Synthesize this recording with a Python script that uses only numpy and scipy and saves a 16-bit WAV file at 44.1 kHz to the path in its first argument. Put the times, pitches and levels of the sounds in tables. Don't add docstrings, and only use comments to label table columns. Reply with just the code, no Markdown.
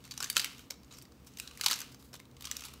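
import sys
import numpy as np
from scipy import signal
from scipy.io import wavfile

SR = 44100
rng = np.random.default_rng(int(sys.argv[2]) if len(sys.argv) > 2 else 0)


def master_out(mix):
    frames = np.transpose(np.atleast_2d(mix))
    ceiling = np.clip(frames, -1, 1)
    pcm = np.round(ceiling * 32767).astype(np.int16)
    wavfile.write(sys.argv[1], SR, pcm)


N = 123480


def amp(db):
    return 10 ** (np.asarray(db) / 20)


def unit_rms(x):
    return x / np.sqrt(np.mean(x ** 2) + 1e-20)


def unit_energy(x):
    return x / np.linalg.norm(x)


def curve_at(curve, hz):
    knots_hz, values = np.transpose(curve)
    return np.interp(np.log(hz + 1), np.log(knots_hz + 1), values)


def coloured(x, spectrum):
    hz = abs(np.fft.fftfreq(8192, 1 / SR))
    log_gain = np.log(amp(curve_at(spectrum, hz)))
    response = np.exp(np.conj(signal.hilbert(log_gain)))
    taps = np.fft.ifft(response).real[:4096]
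    return signal.oaconvolve(x, taps)[:len(x)]


def unit_band(x, lo_hz, hi_hz, order=2):
    sos = signal.butter(order, [lo_hz, hi_hz], "bandpass", fs=SR, output="sos")
    return unit_energy(signal.sosfilt(sos, x))


# freq_hz, gain_db
AIR_SPECTRUM = [(20, -21), (35, -17), (55, -3), (110, -8.5), (250, -6), (450, -15.5), (750, -22.5),
                (1050, -22), (1700, -28.5), (3000, -32.5), (6000, -36), (10500, -39), (16000, -33)]


def air_noise(level_db=-59):
    return amp(level_db) * unit_rms(coloured(rng.standard_normal(N), AIR_SPECTRUM))


# pitch_hz, width_hz, level_db
HUM_LINES = [(69.6, 9, -64), (129.5, 8.7, -63), (196.6, 4.5, -75), (233.7, 16, -68), (269.4, 2, -68.5),
             (295, 4.7, -82), (473, 6.9, -73.5)]


def appliance_hum(waver_share=0.53):
    out, t = np.zeros(N), np.arange(N) / SR
    for pitch_hz, width_hz, level_db in HUM_LINES:
        pole = np.exp(-np.pi * width_hz / SR)
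        noise = rng.standard_normal(N) + 1j * rng.standard_normal(N)
        waver = signal.lfilter([1], [1, -pole], noise)
        core = (1 - waver_share) * (width_hz < 10)
        envelope = core + waver_share * waver / waver.std()
        tone = (envelope * np.exp(2j * np.pi * pitch_hz * t)).real
        out += amp(level_db) * unit_rms(tone)
    return out


# freq_hz, t60_s
KITCHEN_DECAY = [(500, .4), (1300, 0.47), (3500, 0.47), (9000, 0.22), (16000, 0.17)]


def kitchen_reverb(x, gain_db=-11, gap_s=0.0018, early_db=2.5, early_t60_s=0.046):
    hz, t, noise = signal.stft(rng.standard_normal((3, SR)), SR, nperseg=256)
    early = amp(early_db - 60 * t / early_t60_s)
    late = amp(-60 * t / curve_at(KITCHEN_DECAY, hz)[:, None])
    tails = signal.istft(noise * (early + late), SR, nperseg=256)[1]
    tails *= np.clip(np.arange(tails.shape[1]) / SR / gap_s - 1, 0, 1)
    phases = np.pi * (40 * np.arange(N) / SR + np.arange(3)[:, None] / 3)
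    fades = np.sqrt(2 / 3) * np.cos(phases)
    wet = sum(signal.fftconvolve(x * fade, unit_energy(tail))[:N] for fade, tail in zip(fades, tails))
    return amp(gain_db) * wet


# time_s, level_db
HANDLING_LEVELS = [(0.0, -68), (0.14, -62.5), (0.27, -48), (0.33, -60), (0.38, -42.5), (0.66, -68),
                   (0.74, -97), (0.93, -64), (1.08, -80), (1.32, -66.5), (1.56, -61.5), (1.65, -45),
                   (1.8, -49), (1.9, -62.5), (2.22, -103), (2.45, -55.5), (2.57, -53.5), (2.71, -59),
                   (2.8, -65.5)]
# freq_hz, gain_db
LEAF_SPECTRUM = [(300, -52), (700, -10), (950, -8.5), (1200, 1.5), (1600, -10.5), (2700, -1), (4500, -4.5),
                 (6500, -7.5), (10500, -10), (13000, -12), (16000, -15)]


def leaf_crackle(cracks_per_s=1100, spread_db=3, grain_t60_s=0.02, rustle_db=-11.5):
    sizes = amp(spread_db * np.minimum(rng.exponential(1, N), 3))
    impulses = sizes * (rng.random(N) < cracks_per_s / SR)
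    grain_index = rng.integers(0, 24, N)
    decay = amp(-60 * np.arange(600) / SR / grain_t60_s)
    cracks = np.zeros(N)
    for k, grain in enumerate(rng.standard_normal((24, 600))):
        cracks += signal.oaconvolve(impulses * (grain_index == k), unit_energy(grain * decay))[:N]
    leaf = unit_rms(cracks) + amp(rustle_db) * rng.standard_normal(N)
    time_s, level_db = np.transpose(HANDLING_LEVELS)
    envelope = amp(np.interp(np.arange(N) / SR, time_s, level_db))
    return envelope * unit_rms(coloured(leaf, LEAF_SPECTRUM))


def crack_clusters(events, thud_db, lead_db=-np.inf):
    cracks_per_s, spread_db = 13000, 2
    bounce_s, bounce_db = 0.0013, -15
    ring_share, ring_half_width_hz = 0.41, 190
    body_floor_hz, body_half_width_hz = 957, 220
    span = 4096
    out, t = np.zeros(N + span), np.arange(1, span + 1) / SR
    for event in events:
        start_s, level_db, ring_hz, body_hz, body_db, treble_db, rise_s, length_s = event
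        chance, size_draw, sign_draw = rng.random((3, span))
        sizes = amp(-spread_db * np.log(size_draw + 0.0052))
        cracks = (chance < cracks_per_s / SR) * np.sign(sign_draw - 0.5) * sizes
        cracks *= (1 - np.exp(-(t / rise_s) ** 2)) * amp(-20 * t / length_s)
        cracks[round(rise_s * SR / 2)] += amp(lead_db) * np.linalg.norm(cracks)
        cracks += amp(bounce_db) * np.roll(cracks, round(bounce_s * SR))

        ring = unit_band(cracks, ring_hz - ring_half_width_hz, ring_hz + ring_half_width_hz, order=1)
        crisp = unit_energy(ring_share * ring + (1 - ring_share) * unit_band(cracks, 2350, 7980))
        body_lo_hz = max(body_hz - body_half_width_hz, body_floor_hz)
        body = amp(body_db) * unit_band(cracks, body_lo_hz, body_hz + body_half_width_hz)
        treble = amp(treble_db) * unit_band(cracks, 5330, 14360)
        thud = amp(body_db + thud_db) * unit_band(cracks, 193, 703)
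        at = round(start_s * SR)
        out[at:at + span] += amp(level_db) * np.sqrt(length_s * SR) * (crisp + body + treble + thud)
    return out[:N]


# start_s, level_db, ring_hz, body_hz, body_db, treble_db, rise_s, length_s
SLIDES_AND_SMALL_SNAPS = [(0.038, -58.5, 4320, 1190, -7.5, -12, 0.013, 0.04),
                          (0.905, -59.5, 4000, 1100, -7, -15, 0.0075, 0.038),
                          (0.929, -59, 5500, 1090, -9, -8, 0.0074, 0.044),
                          (0.964, -63, 5100, 1100, -13, -4, .006, 0.051),
                          (1.014, -54.5, 4540, 1100, -15, -14, 0.0017, 0.005),
                          (1.261, -61.5, 5860, 1180, -9, 2.5, 0.0097, 0.025),
                          (1.385, -52, 4900, 2000, -7, -1, .001, 0.02),
                          (0.599, -64, 3970, 1400, -19, -2, .008, 0.032),
                          (1.409, -62, 4030, 1500, -7, -2, .01, 0.14),
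                          (1.914, -62, 5030, 1090, -9, -2, 0.0062, 0.027),
                          (1.988, -70, 5100, 1100, -10, 2, .008, 0.076),
                          (2.037, -69, 4500, 1100, -10, 4, 0.0093, 0.037),
                          (2.074, -78, 5000, 1100, -8, 4, .008, 0.059),
                          (2.642, -49.5, 4300, 1200, -9, 0, 0.0086, 0.029)]


def slides_and_small_snaps():
    return crack_clusters(SLIDES_AND_SMALL_SNAPS, thud_db=-13.5)


# start_s, level_db, ring_hz, body_hz, body_db, treble_db, rise_s, length_s
BOWL_TOUCHES = [(.7025, -48, 4460, 2180, -19, -8, .001, 0.0089),
                (.7055, -35, 5450, 2380, -14.5, -5, 0.0014, 0.0042),
                (.7145, -52, 5700, 2100, -11, -6, 0.0018, 0.0065),
                (.719, -53, 3500, 1000, -5, -6, .002, 0.0054),
                (.738, -59, 3960, 1100, -6, -9, 0.0023, 0.0069),
                (2.129, -51, 5400, 1660, -7, -7, 0.0022, 0.0063),
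                (2.1385, -48, 4100, 1090, -6, -4, 0.0017, 0.0094),
                (2.152, -49.5, 3590, 1930, -10, -8, 0.0016, .007),
                (2.160, -57, 3670, 975, -12, 0, 0.0023, 0.0077),
                (2.172, -65, 5650, 965, -13, -4, .002, .005)]


def bowl_drops():
    return crack_clusters(BOWL_TOUCHES, thud_db=-1)


# start_s, level_db, ring_hz, body_hz, body_db, treble_db, rise_s, length_s
RIB_SNAPS = [(0.0406, -52.7, 3690, 2070, -11, -3, 0.00057, 0.0028),
             (0.0519, -51.6, 2880, 1420, -16, -3, 0.0006, 0.0033),
             (0.0768, -60, 5800, 2060, -1, 0, 0.00051, 0.0045),
             (0.1107, -43, 4600, 2130, -31, -12.7, 0.00054, 0.013),
             (0.1183, -44.5, 4370, 950, -13.5, -9.7, 0.001, 0.0065),
             (0.139, -50, 2860, 1920, -15, -5, 0.0006, 0.0052),
             (0.151, -63, 6040, 1270, -5, -3, 0.0006, 0.0045),
             (0.1769, -36.5, 5550, 1210, -15, -9, 0.00026, 0.0045),
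             (0.2036, -36, 5450, 1210, -4.5, -9.5, 0.00067, 0.0064),
             (0.2229, -48, 4730, 1210, 0, -10, 0.00098, 0.013),
             (0.227, -34, 7350, 1960, -16, -10, 0.00032, 0.0054),
             (0.2336, -39, 2600, 1760, -5.5, -10, 0.0006, 0.005),
             (0.2427, -34.5, 6040, 1480, -11.1, -12, 0.00083, 0.0075),
             (0.2596, -50, 6930, 1900, 1, -14, 0.00048, 0.0042),
             (0.3, -31, 4630, 2030, -21, 0.5, 0.00036, 0.0067),
             (0.3095, -52, 4680, 2100, -3, 4, 0.00051, 0.0045),
             (0.3158, -54, 3830, 2150, 0, 3, 0.00073, 0.0038),
             (0.3281, -48, 5300, 1440, -9, 2, 0.00054, 0.0045),
             (0.3545, -44.5, 6220, 1340, -18, -11, 0.0005, 0.0021),
             (0.361, -39.7, 4380, 1960, -4.5, -16, 0.00069, 0.013),
             (0.3668, -20.5, 2980, 1410, -7, -12, 0.00026, 0.0057),
             (0.3769, -30.5, 4420, 1850, -23, -4, 0.00072, 0.0092),
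             (0.3953, -28.5, 4600, 2210, -12.5, -23, 0.00086, 0.0069),
             (0.3992, -36, 4400, 2170, -20, 1, 0.0006, 0.0051),
             (0.4162, -34, 4450, 1890, -21, -6, 0.00028, 0.0019),
             (0.445, -29.5, 2700, 2100, -29, -4.3, 0.00036, 0.0041),
             (0.4585, -43, 3130, 2160, -3.5, -10, 0.00079, 0.0076),
             (0.5808, -54, 5440, 2200, -11, -5.8, 0.0006, 0.0045),
             (0.5926, -52.1, 3570, 1370, -6, -1.5, 0.00066, 0.0053),
             (0.8324, -60.5, 4790, 1040, -8.8, -5, 0.00074, 0.0048),
             (0.846, -62.1, 6400, 1410, -15, -9.5, 0.0005, 0.0056),
             (0.9105, -61, 2660, 1200, -14, -11.8, 0.00069, 0.0045),
             (0.9243, -52.5, 6850, 1350, -8, -13, 0.00071, 0.0049),
             (0.9383, -63, 6940, 1510, -15, -13, 0.00067, 0.0045),
             (0.9851, -49.5, 5600, 1200, -9, 0, 0.0006, 0.0036),
             (1.0227, -60, 5700, 1250, -17.3, 4.5, 0.00043, 0.013),
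             (1.0528, -57, 4670, 2060, -6.5, -10.1, 0.0006, 0.0041),
             (1.12, -61.0, 4600, 1110, -2, -7, 0.001, 0.0054),
             (1.2476, -78, 3380, 2010, -5.7, 14, 0.0006, 0.0033),
             (1.2695, -57.5, 5750, 1840, -16.4, -6, 0.00086, 0.0045),
             (1.337, -60.5, 6090, 1150, -18, -8, 0.0006, 0.0037),
             (1.3717, -46, 6200, 1270, -16, -5.9, 0.00075, 0.0045),
             (1.3988, -34, 2800, 2110, -14, -1.7, 0.0004, 0.0036),
             (1.4752, -43, 4070, 1750, -14.9, -17, 0.00063, 0.005),
             (1.5112, -50.5, 2750, 1420, -8.5, -17, 0.00052, 0.0038),
             (1.5741, -51.8, 5870, 2160, -0.5, 4, 0.00056, 0.0042),
             (1.5967, -51, 4290, 1350, 0, -7, 0.00043, 0.0032),
             (1.6112, -30, 4260, 2190, -6.9, -5.4, 0.0003, 0.0043),
             (1.6247, -50, 2820, 2220, -16, -1, 0.0006, 0.0045),
             (1.6364, -36, 4540, 1240, -5.5, -18, 0.00055, 0.0063),
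             (1.6429, -35.9, 5450, 1150, -20, -2, 0.00065, 0.0056),
             (1.6617, -22, 4570, 1020, -13.5, -9, 0.00045, 0.0089),
             (1.683, -29, 4110, 1210, -21, -6, 0.00049, 0.006),
             (1.6994, -37.5, 6100, 1850, -2, -4, 0.00063, 0.0047),
             (1.7047, -36, 5400, 1830, -4, -6, 0.00052, 0.0045),
             (1.7111, -29, 4500, 1280, -8.0, -4, 0.0006, 0.0094),
             (1.7209, -31.5, 4140, 1160, -13, -9.1, 0.0007, 0.0061),
             (1.7298, -30.5, 5770, 1550, -8.5, -9, 0.00056, 0.0045),
             (1.7386, -37, 5300, 1230, -29, -8.7, 0.00095, 0.0075),
             (1.7578, -44, 5340, 1700, -6.5, -2, 0.00066, 0.0078),
             (1.7901, -46.5, 4660, 2190, -8.3, 5, 0.00042, 0.0045),
             (1.8039, -42.5, 6550, 1380, -7, 5.5, 0.0006, 0.003),
             (1.8159, -41, 5900, 1410, -6.5, -8.4, 0.00062, 0.006),
             (1.9452, -53, 5030, 940, -11, -5, 0.00084, 0.006),
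             (2.0253, -60.8, 4220, 1090, -5.5, 0, 0.00042, 0.0056),
             (2.1947, -59.2, 3600, 1010, -2, -10, 0.0011, 0.0091),
             (2.2002, -48.5, 2450, 2270, -4, -3, 0.00041, 0.0023),
             (2.254, -59.5, 3900, 960, -6, -7, 0.00045, 0.0045),
             (2.3128, -64.2, 3880, 2190, -8.2, -7, 0.0007, 0.0051),
             (2.367, -56, 3840, 1030, -11, -14.1, 0.00075, 0.006),
             (2.3877, -78, 2910, 1640, -11, -17, 0.0006, 0.0036),
             (2.4083, -48.5, 3840, 1220, -10, -1, 0.0006, 0.0041),
             (2.4227, -47.5, 4570, 2200, -29, 0, 0.00062, 0.0051),
             (2.4427, -46.6, 2730, 1300, -13, -17, 0.001, 0.0081),
             (2.4526, -38.5, 5900, 1950, -25, -7, 0.00094, 0.0048),
             (2.4574, -45.5, 5700, 2130, -35, -7, 0.00083, 0.0045),
             (2.471, -42.5, 3300, 1160, -9.5, -17, 0.00053, 0.0058),
             (2.5132, -29.5, 6060, 2000, -11, -7.5, 0.00026, 0.0028),
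             (2.5227, -45, 4100, 2100, -13, -14, 0.00063, 0.0039),
             (2.5671, -36.5, 5660, 2100, -30, -2, 0.00065, 0.0041),
             (2.5943, -50.8, 4440, 1570, -12, -5, 0.00053, 0.0045),
             (2.6074, -48, 6300, 2200, -24, 0.5, 0.00067, 0.0043),
             (2.621, -46, 2900, 1200, -6, -8, 0.00073, 0.0045),
             (2.6379, -45, 2750, 2140, -17, -6.4, 0.0006, 0.0053),
             (2.6519, -45, 4150, 1230, -16, -2.6, 0.00056, 0.0034),
             (2.684, -51.5, 2730, 960, -9, -4, 0.00046, 0.0048),
             (2.7373, -52.7, 4070, 1190, -5, 0.5, 0.00069, 0.0056)]


def rib_snaps():
    return crack_clusters(RIB_SNAPS, thud_db=-13.5, lead_db=-5)


def scene():
    bowl_shade_db = -2.5
    tearing = rib_snaps() + slides_and_small_snaps() + leaf_crackle()
    drops = bowl_drops()
    reverb = kitchen_reverb(tearing + amp(bowl_shade_db) * drops)
    return (air_noise() + appliance_hum() + reverb + drops + tearing)[None]


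# freq_hz, gain_db
MIC_RESPONSE = [(20, -9), (50, -2), (8000, 1), (10500, -3), (13000, -1), (15650, -1.5), (16000, -23),
                (17000, -21)]


def record(dry):
    cutoff_hz = 16700
    heard = coloured(dry[0], MIC_RESPONSE)
    lowpass = signal.firwin(255, cutoff_hz, window=("kaiser", 9), fs=SR)
    return signal.oaconvolve(heard, lowpass, "same")[None]


dry = scene()
out = record(dry)
master_out(out)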